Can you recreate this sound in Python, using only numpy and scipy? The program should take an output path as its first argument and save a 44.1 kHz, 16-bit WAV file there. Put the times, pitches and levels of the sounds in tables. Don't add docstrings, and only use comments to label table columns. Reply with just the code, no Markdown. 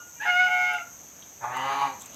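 import sys
import numpy as np
from scipy import signal
from scipy.io import wavfile
from scipy.ndimage import uniform_filter1d

SR = 44100
rng = np.random.default_rng(int(sys.argv[2]) if len(sys.argv) > 2 else 0)


def decibels_to_gain(level_db):
    exponent = np.asarray(level_db, float) / 20
    return 10 ** exponent


def dump_mix(stems):
    frames = np.atleast_2d(stems).T
    limited = np.clip(frames, -1, 1)
    pcm = np.round(limited * 32767).astype(np.int16)
    wavfile.write(sys.argv[1], SR, pcm)


N = 94815


def evened(x):
    return x / np.sqrt(np.mean(x ** 2) + 1e-20)


def read(points, hz):
    f, value = np.transpose(points)
    return np.interp(np.log(hz + 1), np.log(f + 1), value)


def follow(points, t):
    return np.interp(t, *np.transpose(points))


def columns(rows):
    rows = np.transpose(rows)
    t = np.arange(rows[0, 0], rows[0, -1], 1 / SR)
    return round(rows[0, 0] * SR), t, [np.interp(t, rows[0], c) for c in rows[1:]]


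def add(mix, at, sound):
    part = mix[at:][:len(sound)]
    part += sound[:len(part)]


def drift(count, hz):
    width = max(int(SR / hz / 2), 1)
    once = uniform_filter1d(rng.standard_normal(count), width)
    return evened(uniform_filter1d(once, width))


def cycles(hz):
    return np.cumsum(hz) / SR


def resonate(x, hz, width):
    turn = np.exp(2j * np.pi * cycles(hz * np.ones(len(x))))
    r = np.exp(-np.pi * width / SR)
    smooth = signal.lfilter([(1 - r) ** 2], [1, -2 * r, r * r], x / turn + 1e-18)
    return 2 * (turn * smooth).real


def edges(t, rise_s):
    return np.clip(np.minimum(t - t[0], t[-1] - t) / rise_s, 0, 1)


# start_s, pitch_hz, level_db, beak_db (share of third overtone), flutter_db
HIGH_PATH = [(0.248, 707.4, -40.5, -10, 4.5), (0.278, 716.2, -23, -8.5, -5),
             (0.3, 723.8, -21, -2.5, -15), (0.325, 717.4, -24.5, -6, -50),
             (0.34, 715.1, -23.5, -24, -51), (0.372, 722.7, -21, -6, -42),
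             (0.387, 724.7, -24, -1.5, -28), (0.4, 731.8, -19, -6.5, -38),
             (0.455, 729.5, -21, -21.5, -22),
             (0.47, 727.7, -23, -7, -17.5), (0.488, 712.5, -31, -3, 1.5),
                      (0.502, 728.2, -27, -5, -8), (0.584, 723.8, -28, -4, -3),
                      (0.666, 721, -24.5, -1.5, -12), (0.706, 727.5, -29, -4, -1.5),
                      (0.73, 717, -32.5, -13.5, 3.5), (0.748, 720, -27, -9, -2),
                      (0.764, 710, -27.5, -56, -14), (0.786, 714.3, -38, -0.5, 5),
                      (0.815, 683, -35, -20, -17), (0.85, 719.4, -54, -17, -18),
                      (0.95, 704.5, -65, -20, -30)]
# multiple, level_db, below_db, above_db, second_pair_db
HIGH_OVERTONES = [(1, -7.5, -22, -1.5, -20.5), (2, -2, -6.5, -7, -30), (3, 2, -13, -8.5, -21),
                  (4, -15.5, 3.5, -0.5, -8), (5, -30.5, 5.5, 7, -26.5), (6, -36, -13.5, -9.5, 3),
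                  (7, -34, 2, 7.5, -8), (8, -41, -15, -19, -23)]
# start_s, rate_hz
MEMBRANE_FLUTTER = [(.25, 120.5), (.62, 124.9), (.7, 133.5), (.86, 125)]
# start_s, fundamental_db, fourth_overtone_db
THROAT_SHAPE = [(.25, 3.5, -15), (.3, -4, 4), (.33, 0, 11), (0.374, -1, 4.5), (.41, -3, -7), (.47, -1.5, 1),
                (.53, 4.5, 0), (.6, 3, -21), (.667, -8.5, -3.5), (.73, 1, 2), (0.821, -1.5, 2.5),
                (.9, -5, -20)]
# centre_hz, width_hz, level_db
HONK_BREATH = [(1070, 130, -41), (2410, 1060, -24), (4500, 3100, -37.5)]
HIGH_WOBBLE, HIGH_RASP_DB, HIGH_RASP_HZ = 0.0025, -31, 280
UPPER_DB, PATCHY_DB = -1, 2
FLUTTER_DULL_DB, FAR_BELOW_DB, SIDE_WAVER_DB = -3.5, -0.5, 1.5


def high_honk():
    at, t, (hz, db, beak_db, flutter_db) = columns(np.array(HIGH_PATH))
    count = len(t)
    phase = 2 * np.pi * cycles(hz * (1 + HIGH_WOBBLE * drift(count, 40)))
    slow = 2 * np.pi * cycles(follow(MEMBRANE_FLUTTER, t))
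    third_share = np.clip(decibels_to_gain(beak_db), 0, .97)
    when, first_db, fourth_db = np.transpose(THROAT_SHAPE)
    throat_db = {1: np.interp(t, when, first_db), 4: np.interp(t, when, fourth_db)}
    out = np.zeros(count)
    for f, width, breath_db in HONK_BREATH:
        out += decibels_to_gain(breath_db) * evened(resonate(rng.standard_normal(count), f, width))
    for k, tone_db, below_db, above_db, far_db in HIGH_OVERTONES:
        a, b, c, d, e = k * phase + 2 * np.pi * rng.random((5, 1))
        near = decibels_to_gain(below_db) * np.cos(b - slow) + decibels_to_gain(above_db) * np.cos(c + slow)
        far = decibels_to_gain(FAR_BELOW_DB) * np.cos(d - 2 * slow) + np.cos(e + 2 * slow)
        sides = near + decibels_to_gain(far_db) * far
        rasp = np.cos(a) * drift(count, HIGH_RASP_HZ) + np.sin(a) * drift(count, HIGH_RASP_HZ)
        if k == 2:
            beak = np.sqrt(1 - third_share ** 2)
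        elif k == 3:
            beak = third_share
        else:
            upper_db = (k > 4) * (UPPER_DB + PATCHY_DB * drift(count, 18.6))
            dull_db = (k > 3) * FLUTTER_DULL_DB * decibels_to_gain(flutter_db)
            beak = decibels_to_gain(upper_db + dull_db)
        side_level = decibels_to_gain(flutter_db + SIDE_WAVER_DB * drift(count, 16))
        tone = decibels_to_gain(throat_db.get(k, 0)) * np.cos(a)
        out += decibels_to_gain(tone_db) * beak * (tone + side_level * sides + decibels_to_gain(HIGH_RASP_DB) * rasp)
    return at, np.sqrt(2) * decibels_to_gain(db) * edges(t, 0.0062) * out


# start_s, pitch_hz, level_db
SQUEAK_PATH = [
    (.19, 819, -69),
    (.203, 825.4, -35.5),
    (.215, 849, -32.5),
    (.228, 880, -32.5),
    (.238, 977, -34),
    (.25, 954, -37),
    (.256, 826, -28.5),
    (.285, 795, -44.5),
    (.315, 767, -61),
]
# multiple, level_db
SQUEAK_OVERTONES = [(1, -11), (2, -5.5), (3, -15), (4, -28)]
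SQUEAK_ROUGH, SQUEAK_HISS_DB = 0.32, -12
SQUEAK_OPEN_S, SQUEAK_SHUT_DB = 0.224, -25


def squeak():
    at, t, (hz, db) = columns(SQUEAK_PATH)
    count = len(t)
    shut_db = SQUEAK_SHUT_DB * np.clip((SQUEAK_OPEN_S - t) / 0.051, 0, 1)
    turns = cycles(hz * (1 + 0.005 * drift(count, 120)))
    tone = np.zeros(count)
    for k, tone_db in SQUEAK_OVERTONES:
        level = decibels_to_gain(tone_db + (k != 2) * shut_db)
        tone += level * np.cos(2 * np.pi * k * turns) * (1 + SQUEAK_ROUGH * drift(count, 300))
    hiss = evened(resonate(rng.standard_normal(count), 2580, 1400))
    return at, decibels_to_gain(db) * edges(t, 0.0023) * (evened(tone) + decibels_to_gain(SQUEAK_HISS_DB + shut_db) * hiss)


# start_s, pitch_hz, level_db
WHEEZE_PATH = [
    (.14, 476, -78),
    (.165, 474, -64),
    (.19, 470, -61),
    (.21, 465, -70),
]


def wheeze():
    at, t, (hz, db) = columns(WHEEZE_PATH)
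    turns = cycles(hz * (1 + .004 * drift(len(t), 60)))
    tone = np.zeros(len(t))
    for k in range(2, 7):
        tone += np.cos(2 * np.pi * (k * turns + rng.random())) * decibels_to_gain(3 * drift(len(t), 30))
    return at, decibels_to_gain(db) * tone


# start_s, pitch_hz, level_db, roughness (0-1)
LOW_PATH = [
    (1.405, 113.8, -51, 0.25),
    (1.443, 117.9, -30, 0.57),
    (1.463, 121.3, -40.5, 0.36),
    (1.513, 124.5, -36.5, 0.4),
    (1.567, 128.9, -32, 0),
    (1.65, 135, -32, 0),
    (1.713, 137.7, -31, 0.1),
    (1.835, 139.9, -29, 0.54),
    (1.923, 132.4, -45, 0.3),
    (1.96, 129, -81, 0.22),
]
# centre_hz, width_hz, level_db, neck_bent_db, beak_shut_db (changes when bent or shut)
WINDPIPE = [(880, 266, 3, 5, 5), (1145, 257, -0.5, -10, 7), (1616, 570, -13.5, 7.5, 7),
            (2011, 188, -11.5, -2, 14.5), (2355, 270, -11.5, 12.5, -3), (2910, 354, -13.5, -12.5, 12.5),
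            (3840, 870, -20, -0.5, 2), (4720, 630, -25, -27, 3), (10100, 3700, -37.5, -0.5, 5)]
# multiple, level_db
CHEST_TONES = [(1, -24), (2, -23), (3, -23), (4, -25)]
# start_s, ring_hz, level_db
CORE_RING = [(1.425, 825, -50), (1.447, 830, -30), (1.465, 855, -39), (1.5, 870, -36), (1.535, 890, -47),
             (1.565, 912, -35), (1.635, 935, -36), (1.655, 812, -34), (1.7, 824, -37), (1.76, 830, -33),
             (1.79, 833, -34), (1.803, 834, -42), (1.82, 836, -33), (1.855, 837, -32), (1.875, 825, -40),
             (1.93, 810, -52)]
NECK_S, NECK_RISE_S, STRETCH = 1.494, 0.064, 0.14
GAPE_S, GAPE_RISE_S = 1.6, .15
LOW_JITTER, LOW_WANDER, WANDER_HZ, LOW_RASP = .012, .5, 24, .3
SPREAD, CORE_SPREAD = .16, .15
CHEST_FOLLOWS, CHEST_DB = .3, -18
NASAL_HZ, NASAL_WIDTH_HZ, NASAL_DB = 520, 28, 8
CORE_WIDTH_HZ = 110
UPPER_RING_HZ, UPPER_RING_WIDTH_HZ, UPPER_RING_DB = 1110, 300, -5


def bell(hz, centre, width):
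    return np.exp(-((hz - centre) / width) ** 2)


def membrane_pulses(turns, rough):
    count, folds = len(turns), 0
    for k in range(5, 75):
        a = 2 * np.pi * (k * turns + SPREAD * rng.standard_normal())
        folds = folds + np.cos(a) * (1 + LOW_WANDER * drift(count, WANDER_HZ))
        folds = folds + np.sin(a) * LOW_WANDER * drift(count, WANDER_HZ)
    puffs = (1.2 + np.exp(-(turns % 1) / 1.7)) * rng.standard_normal(count)
    return (1 - rough) * evened(folds) + rough * evened(puffs)


def chest_tones(even, hz, bent):
    out = np.zeros(len(hz))
    for k, tone_db in CHEST_TONES:
        nasal_db = NASAL_DB * bell(k * hz, NASAL_HZ, NASAL_WIDTH_HZ)
        level_db = tone_db - 9 * bent * (k > 1) + 4 * drift(len(hz), 20) + nasal_db
        out += decibels_to_gain(level_db) * np.cos(2 * np.pi * (k * even + rng.random()))
    return out


def core_tones(even, hz, ring_hz):
    out = np.zeros(len(hz))
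    for k in range(5, 11):
        core = bell(k * hz, ring_hz, CORE_WIDTH_HZ / 2)
        upper = bell(k * hz, UPPER_RING_HZ, UPPER_RING_WIDTH_HZ / 2)
        level = core + decibels_to_gain(UPPER_RING_DB + 3.6 * drift(len(hz), 23)) * upper
        out += level * np.cos(2 * np.pi * (k * even + CORE_SPREAD * rng.random()))
    return out


def low_honk():
    at, t, (hz, db, rough) = columns(LOW_PATH)
    bent = np.clip(1 - (t - NECK_S) / NECK_RISE_S, 0, 1)
    shut = np.clip(1 - (t - GAPE_S) / GAPE_RISE_S, 0, 1)
    even = cycles(hz)
    turns = even + LOW_JITTER * drift(len(t), 70)
    drive = membrane_pulses(turns, np.clip(rough, LOW_RASP, 1))
    pipe = np.zeros(len(t))
    for k, (f, width, pipe_db, bent_db, shut_db) in enumerate(WINDPIPE):
        moved_hz = f * (1 - (k > 0) * STRETCH * bent)
        level = decibels_to_gain(pipe_db + bent_db * bent + shut_db * shut)
        pipe += (-1) ** k * level * resonate(drive, moved_hz, width)
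    pipe = pipe / np.sqrt(uniform_filter1d(pipe ** 2, size=1500) + 1e-9)
    chest = decibels_to_gain(CHEST_FOLLOWS * db + CHEST_DB) * chest_tones(even, hz, bent)
    when, ring_hz, core_db = np.transpose(CORE_RING)
    core = core_tones(even, hz, np.interp(t, when, ring_hz))
    core = np.sqrt(2) * decibels_to_gain(np.interp(t, when, core_db)) * core
    return at, edges(t, 0.0043) * decibels_to_gain(db) * pipe, edges(t, 0.027) * (core + chest)


# pitch_hz, level_db, t60_s
DYING_HONK = [(1430, -44, .5), (1442, -50, .6), (2864, -53, .3), (1210, -47, .15), (1120, -52, .12)]


def earlier_honk():
    t, out = np.arange(N) / SR, np.zeros(N)
    for hz, db, t60 in DYING_HONK:
        level = decibels_to_gain(db - 60 * t / t60 + 1.5 * drift(N, 25))
        out += level * np.cos(2 * np.pi * (hz * t + .04 * drift(N, 25)))
    return np.minimum(t / .003, 1) * out


# start_s, peak_db, centre_hz, length_s
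SCUFFS = [
    (0.253, -58.5, 10100, 0.017),
    (.7327, -43, 11000, 0.0072),
    (1.221, -40, 3300, 0.016),
    (1.567, -36.5, 7900, 0.0096),
          (1.995, -43, 8000, .012),
    (2.003, -39, 7300, .03),
    (2.008, -45, 3600, .04),
    (2.04, -50, 2600, .08),
    (2.122, -48, 3000, .04),
    (2.14, -46, 3800, .02),
]
# start_s, peak_db, centre_hz
SHARP_CLICKS = [
    (2.0203, -28, 7400),
    (2.0225, -35, 7600),
    (2.058, -34, 7900),
    (2.0605, -32, 7500),
    (2.1312, -46, 8500),
    (2.1445, -31, 7000),
]
CLICK_S = .0012
TICK_WIDE_DB, TICK_SHARP, TICK_TOP_HZ = -5, 5, 11500
BRIGHT_ABOVE_HZ = 5000


def ticks():
    out, t = np.zeros(N), np.arange(3000) / SR
    clicks = [(*click, CLICK_S) for click in SHARP_CLICKS]
    for s, db, hz, length in [*SCUFFS, *clicks]:
        shape = np.minimum(t / length * 6, 1) * np.exp(-t / length * 2)
        puff = rng.standard_normal(len(t)) * shape
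        ring = resonate(puff, hz, hz / TICK_SHARP)
        wide = resonate(puff, TICK_TOP_HZ, TICK_TOP_HZ / 2)
        wide_level = decibels_to_gain(TICK_WIDE_DB - 12 * (hz < BRIGHT_ABOVE_HZ))
        knock = ring / abs(ring).max() + wide_level * wide / abs(wide).max()
        add(out, round(s * SR), decibels_to_gain(db) * knock)
    return out


# start_s, pitch_hz, level_db
PEEP = [
    (.055, 8200, -78),
    (.08, 7600, -51),
    (.1, 7840, -56.5),
    (.125, 7350, -82),
]


def bird():
    at, t, (hz, db) = columns(PEEP)
    return at, decibels_to_gain(db) * np.sin(2 * np.pi * cycles(hz))


# centre_hz, t60_s
PEN_DECAY = [(200, 0.32), (1400, 0.34), (3000, 0.34), (8000, 0.16)]
PEN_LOW_HZ = 450


def pen(x):
    taps = np.zeros(SR // 2)
    at = np.arange(200, len(taps) - 20, 20)
    taps[at + rng.integers(0, 20, len(at))] = rng.choice([-1., 1.], len(at))
    hz, t, z = signal.stft(taps, SR, nperseg=256)
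    decay = decibels_to_gain(-60 * t / read(PEN_DECAY, hz)[:, None])
    tail = signal.istft(z * decay * (hz > PEN_LOW_HZ)[:, None], SR, nperseg=256)[1]
    return signal.fftconvolve(x, tail / np.linalg.norm(tail))[:N]


# centre_hz, width_hz, level_db
CICADA_BODIES = [(6334, 1320, 8.5), (7800, 1550, -5), (12740, 2820, -1.5), (15000, 2800, -14),
                 (11120, 1200, -25)]
CICADA_DB, BUZZ_HZ, BUZZ_DB = -48, 154, -1


def cicadas():
    clicks = rng.standard_normal(N) * decibels_to_gain(1.7 * np.minimum(rng.exponential(1, N), 4))
    turns = cycles(BUZZ_HZ * (1 + .1 * drift(N, 8.07)))
    buzz_db = BUZZ_DB * np.cos(2 * np.pi * turns) + 0.5 * drift(N, 30) + .5 * drift(N, 2.4)
    drive, out = clicks * decibels_to_gain(buzz_db), np.zeros(N)
    for hz, width, db in CICADA_BODIES:
        out += decibels_to_gain(db) * evened(resonate(resonate(drive, hz, width), hz, width))
    return decibels_to_gain(CICADA_DB) * evened(out)


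# pitch_hz, level_db (per Hz)
YARD_COLOUR = [(15, -64), (25, -3.5), (256, 0), (358, -5.5), (705, -4), (1360, -8.5), (3270, -14.5),
               (4490, -16.5), (5500, -19), (7150, -59), (12100, -120)]
# start_s, level_db
YARD_SWELL = [
    (0, -4.5),
    (.2, -3),
    (.4, -0.5),
    (.9, -2),
    (1.4, -1.5),
    (1.95, 0),
    (2.15, 2.5),
]
AIR_DB, PATCH_DB = -54, 1


def air():
    frames, hz = N // 256 + 5, np.fft.rfftfreq(1024, 1 / SR)
    a, b, patches = rng.standard_normal((frames, 513, 3)).T
    patches = evened(uniform_filter1d(uniform_filter1d(patches, 10, 0), 12, 1))
    swell_db = follow(YARD_SWELL, (np.arange(frames) - 2) * 256 / SR)
    z = (a + 1j * b) * decibels_to_gain(read(YARD_COLOUR, hz)[:, None] + PATCH_DB * patches + swell_db)
    return decibels_to_gain(AIR_DB) * evened(signal.istft(z, nperseg=1024, noverlap=768)[1][:N])


PEN_DB, HIGH_PEN_DB, TICK_PEN_DB = -4, -11, -9


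def scene():
    low, high, small = np.zeros(N), np.zeros(N), ticks()
    add(high, *high_honk())
    add(low, *squeak())
    add(low, *wheeze())
    at, rasp, clean = low_honk()
    add(low, at, rasp)
    add(high, at, clean)
    add(small, *bird())
    wet = pen(decibels_to_gain(PEN_DB) * low + decibels_to_gain(HIGH_PEN_DB) * high + decibels_to_gain(TICK_PEN_DB) * small)
    return (low + high + small + wet + earlier_honk() + air() + cicadas())[None]


MIC_LOW_HZ = 55


def band_limit(x):
    return signal.sosfilt(signal.butter(12, 15560, fs=SR, output="sos"), x)


def record(dry):
    bass_cut = signal.butter(N=4, Wn=MIC_LOW_HZ, btype="high", fs=SR, output="sos")
    mix = signal.sosfilt(bass_cut, dry)
    return band_limit(mix)


dry = scene()
out = record(dry)
dump_mix(out)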